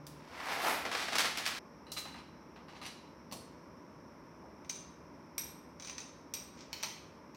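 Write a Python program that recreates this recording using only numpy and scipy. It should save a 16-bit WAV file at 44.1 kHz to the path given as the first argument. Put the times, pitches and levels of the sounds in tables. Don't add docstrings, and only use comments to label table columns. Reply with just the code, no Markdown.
import sys
import numpy as np
from scipy import signal
from scipy.io import wavfile
from scipy.ndimage import uniform_filter1d

SR = 44100
rng = np.random.default_rng(int(sys.argv[2]) if len(sys.argv) > 2 else 0)


def dump(signal):
    limited = np.clip(np.atleast_2d(signal).T, -1, 1)
    pcm = np.round(limited * 32767).astype(np.int16)
    wavfile.write(sys.argv[1], SR, pcm)


N = 324576
TIME = np.arange(N) / SR

# frequency in Hz, relative level in dB.
LID_CONTACT_SPECTRUM = [(300, -41), (850, 1), (1500, -0.5), (2000, 3.5), (2400, 3), (2850, 2.5),
                        (3500, 0.5), (4600, 2.5), (6000, -2.5), (7000, -8), (9500, -15.5), (12000, -19),
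                        (15500, -28)]
# frequency in Hz, T60 in s, relative level in dB while loose, in dB once seated.
LID_TUBE_MODES = [(1270, 0.048, -1.5, -24), (2900, 0.031, -3.5, -7), (4030, 0.066, 9.5, -20),
                  (4480, .03, -12, 7), (5910, 0.066, -18, 4), (8340, .04, -7, -27), (8500, .35, -44, 2.5),
                  (9420, 0.055, -9, -17), (11050, 0.19, -18, 1), (14000, .05, -15, -17),
                  (14920, .02, -40, 1)]
# frequency in Hz, relative level in dB.
TABLE_SPECTRUM = [(110, 3), (200, 2), (280, -2.5), (450, -5.5), (780, 1), (1100, -3), (1600, -36),
                  (4000, -31)]
RING_FOLLOWS_TILT = 0.4


def beans():
    # frequency in Hz, relative level in dB.
    bean_spectrum = [(250, -7), (450, -8), (750, -1.5), (1100, -3), (1500, -5.5), (2200, -5.5), (3200, -14),
                     (5500, -14), (7000, -20), (13500, -21.5), (16000, -28)]
    # start in seconds, length in seconds, flow level in dB.
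    surges = [(.39, .01, -46.5), (.515, 0.02, -36), (.665, 0.03, -33)]
    # time in seconds, share from 0 (lying) to 1 (upright).
    tipping = [(.5, 0.14), (.72, 1)]
    hiss_db, drum_db = (-22, -12.5), (-13, -5.5)
    hiss_growth = 0.2

    flow = strokes(surges, rise_db_per_s=90, fall_db_per_s=120)
    upright = np.interp(TIME, *np.transpose(tipping))
    bunching = clumps(depth_db=2.0, size=500)

    tick_grains = colour(grains(per_s=2200, spread_db=3.0), bean_spectrum)
    ticks = unit(bunching * band(tick_grains, 770, 6050))

    hiss_grains = colour(grains(per_s=4300, spread_db=3.0), bean_spectrum)
    hiss = unit(band(hiss_grains, 7500, 16400)) * (flow / flow.max()) ** hiss_growth

    drum_grains = colour(grains(per_s=1200, spread_db=-1), bean_spectrum)
    drum = unit(bunching * band(drum_grains, 230, 900))

    hiss_gain = amp(between(hiss_db, upright))
    drum_gain = amp(between(drum_db, upright))
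    return flow * (amp(-3.5) * ticks + hiss_gain * hiss + drum_gain * drum)


def bag():
    # frequency in Hz, relative level in dB.
    foil_spectrum = [(200, -7), (500, -3.5), (750, 0.5), (1200, 1.5), (2100, 1), (3000, -2.5), (5300, -3.5),
                     (6600, -11.5), (10000, -17), (15500, -26.5)]
    # start in seconds, level in dB before trim, tilt in dB per octave, count of snaps.
    snap_runs = [(0.067, -46.5, 8.5, 1), (0.3224, -52, -6, 1), (.852, -32.5, -3.5, 2),
                 (0.9151, -34, -1.5, 2), (.9503, -30, -1.5, 1), (1.0837, -34.5, -1.5, 1),
                 (1.123, -36.5, -1, 1), (1.131, -32.5, -1.5, 1), (1.155, -28, 1, 1),
                 (1.1834, -25.5, 2.5, 3), (1.2447, -31.5, -2, 1), (1.2551, -31, 1, 1), (1.373, -33.5, 2, 2),
                 (1.455, -36, 3, 1), (1.463, -29.5, 1.5, 1), (1.476, -35, 5.5, 1)]
    # start in seconds, length in seconds, crinkle level in dB.
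    squeezes = [(.945, .09, -41.5), (1.15, 0.1, -42.5), (1.378, 0.023, -45.5), (1.47, 0.009, -43),
                (1.565, .03, -47)]
    gap_s, step_db, trim_db = 0.0105, -2, -4.0

    bunching = clumps(depth_db=2.5, size=350)
    crinkles = unit(bunching * colour(grains(per_s=1200, spread_db=3), foil_spectrum))
    out = crinkles * strokes(squeezes, rise_db_per_s=224, fall_db_per_s=150)
    for s, db, tilt_db, count in snap_runs:
        for k in range(round(count)):
            snap = contact(foil_spectrum, tilt_db, chatter_s=0.0034, rough=2.9)
            add(out, s + k * gap_s, amp(db + trim_db + k * step_db) * snap)
    return out


def lid():
    # time in seconds, share from 0 (loose) to 1 (seated).
    seating = [(2.0, 0.1), (2.8, 0.34), (3.3, 0.96)]
    # start in seconds, length in seconds, touch level in dB, rub level at the end in dB,
    # ring in dB relative to touch or rub; contact and rub parts are trimmed later.
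    turns = [(1.868, 0.024, -59, -61.5, 1), (1.966, 0.011, -46, -39.5, 1), (2.0545, .03, -44, -52, -9.5),
             (2.1435, 0.046, -46, -53.5, -10), (2.562, .04, -49.5, -63, -24),
             (2.6838, 0.092, -50.5, -53.5, -13.5), (2.8156, 0.044, -46.5, -46.5, -7)]
    # start in seconds, level in dB before trim, tilt in dB per octave.
    clicks = [(1.9188, -38, 9.5), (1.986, -41.5, 12), (2.864, -43, 2), (3.314, -50.5, -3), (3.3241, -42, 7)]
    touch_tilt_db = -8.5
    click_ring_db = (-8, -6)

    out = np.zeros(N)
    for s, length_s, touch_db, rub_db, ring_db in turns:
        seated = np.interp(s, *np.transpose(seating))
        add(out, s, knock(touch_db, touch_tilt_db, ring_db, seated))
        add(out, s, rub(length_s, rub_db, ring_db, seated))
    for s, db, tilt_db in clicks:
        seated = np.interp(s, *np.transpose(seating))
        add(out, s, knock(db, tilt_db, between(click_ring_db, seated), seated))
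    return out


def knock(db, tilt_db, ring_db, seated):
    thud_db = between((-22, -1.1), seated)
    out = amp(db + ring_db) * ring(LID_TUBE_MODES, seated, RING_FOLLOWS_TILT * min(tilt_db, 0))
    tick = contact(LID_CONTACT_SPECTRUM, tilt_db, chatter_s=0.013, rough=2.0)
    thud = contact(TABLE_SPECTRUM, 0, chatter_s=0.008, rough=0.87)
    add(out, 0, amp(db - 4.0) * tick)
    add(out, 0, amp(db + thud_db) * thud)
    return out


def rub(length_s, db, ring_db, seated, count=2, size=8000):
    build_db, fall_db_per_s = 5.5, 700
    firm_db, brightening = -44, 0.43
    detune = 0.0067

    t = np.arange(size) / SR
    tilt_db = brightening * (db - firm_db)
    build = build_db * np.minimum(t / length_s - 1, 0)
    release = fall_db_per_s * np.maximum(t - length_s, 0)
    press = amp(db + build - release)

    slips = [grains(per_s=280, spread_db=2.5, size=size) for _ in range(count)]
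    squeak = np.zeros(size)
    for point in slips:
        tube = ring(LID_TUBE_MODES, seated, RING_FOLLOWS_TILT * tilt_db, detune=detune)
        squeak += signal.oaconvolve(point, tube)[:size]
    scratch = unit(colour(sum(slips), LID_CONTACT_SPECTRUM, tilt_db))
    return press * (amp(-4.5) * scratch + amp(ring_db - 3.0) * unit(squeak))


def crank():
    # start in seconds, contact level in dB, tilt in dB per octave, ring level in dB,
    # place struck from 0 (knob end) to 1 (socket end).
    clinks = [(4.6468, -60.5, -6, -67, 0.27), (4.694, -49, 12, -65, 0), (4.6972, -43, 4, -39, 0),
              (4.757, -62, -14, -52, 0), (5.3807, -39.5, 1.5, -35.5, 0.95),
              (5.9814, -45, 1.5, -46.5, 0.016), (6.004, -55, -5, -48, 0.037),
              (6.338, -41, 3.5, -38.5, 0.74), (6.7299, -44.5, 0, -62, 0.79),
              (6.8284, -43.5, -0.5, -46, 0.85), (6.834, -37.5, -2.5, -41.5, 0.36),
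              (7.3467, -60.5, 1, -77, 0.55)]
    # frequency in Hz, relative level in dB at the knob end, in dB at the socket end.
    contact_spectrum = [(261, -10, -17), (600, -5, -10), (950, -4, 3), (1630, -4, -8), (2420, 2, 6.5),
                        (3000, -2, -2.5), (4300, -0.5, -0.5), (5900, 4.5, 0.5), (7420, -10.5, -7),
                        (8900, -15, -14), (10000, -49, -8), (11500, -31, -3), (15400, -28, -3)]
    # frequency in Hz, T60 in s, relative level in dB struck at the knob end, in dB at
    steel_modes = [(2397, 0.054, -19, -9), (3845, 0.1, -7, -13), (5800, 0.039, -11, -6),
                   (5700, 0.055, -15, 3), (6000, 0.063, 1.5, -6.5), (6093, 0.032, 6, -34),
                   (8330, 0.014, -21, 0.5), (8660, 0.19, -8.5, -14.5), (11680, 0.057, -46, 3.5),
                   (13300, .025, -39, -26), (14920, 0.032, -25, -18), (15600, .035, -25, -26)]
    # start in seconds, length in seconds,
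    # level in dB before trim.
    scrape_rows = [(5.88, .03, -54), (5.985, .015, -62), (6.595, .025, -54), (6.75, 0.081, -54.5)]
    # start in seconds, level in dB.
    shaft_knocks = [(6.73, -42), (6.834, -45)]
    # frequency in Hz, T60 in s, relative level in dB.
    shaft_modes = [(2550, .014, -4), (3100, 0.022, 0), (4070, 0.012, -3), (4360, 0.02, 4), (5250, .02, -2),
                   (15200, .02, -16)]
    knob_sharpening = 0.0185

    hz, knob_db, socket_db = np.transpose(contact_spectrum)
    scrape = unit(colour(grains(per_s=1300, spread_db=4.0), np.c_[hz, knob_db]))
    out = scrape * strokes(scrape_rows, rise_db_per_s=300, fall_db_per_s=500) * amp(-4.5)
    for s, db, tilt_db, ring_db, place in list(clinks) + rattle():
        touch = np.c_[hz, between((knob_db, socket_db), place)]
        pitch = between((1 + knob_sharpening, 1), place)
        add(out, s, amp(db) * contact(touch, tilt_db, chatter_s=0.0033, rough=4.2))
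        add(out, s, amp(ring_db) * ring(steel_modes, place, pitch=pitch))
    for s, db in shaft_knocks:
        add(out, s, amp(db) * ring(shaft_modes, 0))
    return out


def rattle(tilt_db=-1.0, ring_db=1.0, place=0.18, count=5):
    start_s, gap_s, first_db, step_db = 5.7987, 0.0245, -53.5, 1.2
    rows = []
    for k in range(count):
        db = first_db + k * step_db
        rows.append((start_s + k * gap_s, db, tilt_db, db + ring_db, place))
    return rows


def brush():
    # start in seconds, length in seconds, level in dB.
    brush_rows = [(4.44, 0.029, -58)]
    rustle = band(colour(rng.standard_normal(N), TABLE_SPECTRUM), 120, 2500)
    return unit(rustle) * strokes(brush_rows, rise_db_per_s=400, fall_db_per_s=150)


def room(source, wet_db, count=3):
    walls = sum(signal.oaconvolve(source(), echoes(wet_db))[:N] for _ in range(count))
    return source() + walls / np.sqrt(count)


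def echoes(wet_db, count=8):
    # frequency in Hz, T60 in s.
    decay_times = [(200, 0.55), (1000, 0.47), (3000, 0.68), (6000, 0.52), (10000, 0.49), (15000, 0.38)]
    taps = rng.choice([-1., 1.], SR) * (rng.random(SR) < 6000 / SR)
    taps[:round(.006 * SR)] = 0
    hz, t, z = signal.stft(taps, SR, nperseg=256)
    decay = amp(-60 * t / read(decay_times, hz)[:, None])
    tail = signal.istft(z * decay, SR, nperseg=256)[1]
    response = amp(wet_db) * tail / np.linalg.norm(tail)
    delays = (SR * rng.uniform(.002, .018, count)).astype(int)
    response[delays] += 0.19 * rng.choice([-1, 1], count)
    return response


def background(drone_hz=147):
    # frequency in Hz, relative level in dB.
    rumble_spectrum = [(52, -17), (62, -4.5), (85, -4.5), (120, -9.5), (160, -1), (200, -3), (260, -0.5),
                       (350, -3.5), (450, -8.5), (600, -7), (740, -16), (950, -6.5), (1150, -11.5),
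                       (1500, -20), (2200, -34), (4000, -84)]
    # frequency in Hz, relative level in dB.
    hiss_spectrum = [(1000, -31), (1400, 1.5), (2300, 0), (3000, -11), (4600, -15), (5500, 1.5),
                     (6000, -7.5), (6800, -23), (10000, -23.5), (13000, -21), (15500, -33)]
    rumble_db, hiss_db = -54.5, -67.5
    drone_db, drone_end_s, drone_fall_db_per_s = -56.5, 0.17, 290

    rumble = amp(rumble_db) * unit(colour(rng.standard_normal(N), rumble_spectrum, size=8192))
    hiss = amp(hiss_db) * unit(colour(rng.standard_normal(N), hiss_spectrum))
    phase = 2 * np.pi * drone_hz * TIME
    tone = np.sqrt(2) * (np.sin(phase) + amp(-5.5) * np.sin(2 * phase))
    fade_db = drone_fall_db_per_s * np.maximum(TIME - drone_end_s, 0)
    return rumble + hiss + amp(drone_db - fade_db) * tone


def contact(points, tilt_db, chatter_s, rough, rise_s=0.00053, size=3000):
    t = np.arange(size) / SR
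    envelope = np.exp(-t / chatter_s) * (1 - np.exp(-t / rise_s))
    force = rough * blow(rng.standard_normal(size) * envelope)
    force[:1] += blow(np.ones(1))
    return blow(colour(force, points, tilt_db))


def ring(modes, blend, tilt_db=0, pitch=1, detune=0.004, size=8000):
    t = np.arange(size) / SR
    hz, t60, *db = np.transpose(modes)[:, :, None]
    hz = hz * pitch * (1 + detune * rng.standard_normal(hz.shape))
    level_db = between((db[0], db[-1]), blend) + tilt_db * np.log2(hz / 3000)
    strength = amp(level_db) / np.sqrt(t60)
    partials = strength * amp(-60 * t / t60) * np.sin(2 * np.pi * hz * t)
    return blow(np.sum(partials, 0))


def grains(per_s, spread_db, size=N):
    strength = amp(spread_db * np.minimum(rng.exponential(1, size), 4))
    return strength * rng.choice([-1, 1], size) * (rng.random(size) < per_s / SR)


def clumps(depth_db, size):
    return amp(depth_db * unit(uniform_filter1d(rng.standard_normal(N), size=size)))


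def strokes(rows, rise_db_per_s, fall_db_per_s):
    levels_db = []
    for s, length_s, db in rows:
        rise_db = rise_db_per_s * np.maximum(s - TIME, 0)
        fall_db = fall_db_per_s * np.maximum(TIME - s - length_s, 0)
        levels_db.append(db - rise_db - fall_db)
    return amp(np.maximum(np.max(levels_db, 0), -150))


def colour(x, points, tilt_db=0, size=2048):
    hz = abs(np.fft.fftfreq(size, 1 / SR)) + 1
    tilt = tilt_db * np.log2(np.maximum(hz, 500) / 3000)
    low_cut = 24 * np.minimum(np.log2(hz / points[0][0]), 0)
    db = read(points, hz) + tilt + low_cut
    log_gain = np.log(amp(np.maximum(db, -100)))
    impulse = np.fft.ifft(np.exp(np.conj(signal.hilbert(log_gain)))).real
    return signal.oaconvolve(x, impulse)[:len(x)]


def band(x, lo_hz, hi_hz):
    sos = signal.butter(2, [lo_hz, min(hi_hz, .49 * SR)], "band", fs=SR, output="sos")
    return signal.sosfilt(sos, x)


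def read(points, hz):
    f, value = np.transpose(points)
    return np.interp(np.log(hz + 1), np.log(f + 1), value)


def between(ends, share):
    return ends[0] + np.clip(share, 0, 1) * (ends[1] - ends[0])


def amp(db):
    return 10 ** (np.asarray(db) / 20)


def unit(x):
    return x / np.sqrt(np.mean(x ** 2) + 1e-20)


def blow(x):
    return x * np.sqrt(.01 * SR / np.sum(x ** 2))


def add(mix, s, sound):
    part = mix[round(s * SR):][:len(sound)]
    part += sound[:len(part)]


def scene():
    bag_end_s, fade_s = 1.592, 0.004
    before_cut = np.clip((bag_end_s - TIME) / fade_s, 0, 1)
    pouring = room(lambda: beans() + bag(), wet_db=-1.0) * before_cut
    mono = pouring + room(lid, wet_db=-2.0) + room(crank, wet_db=-1.5) + brush() + background()
    return np.array([mono, mono])


def record(dry, edge_hz=16100):
    lowpass = signal.firwin(511, edge_hz, window=("kaiser", 9), fs=SR)
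    return signal.oaconvolve(dry, lowpass[None], "same")


dry = scene()
out = record(dry)
dump(out)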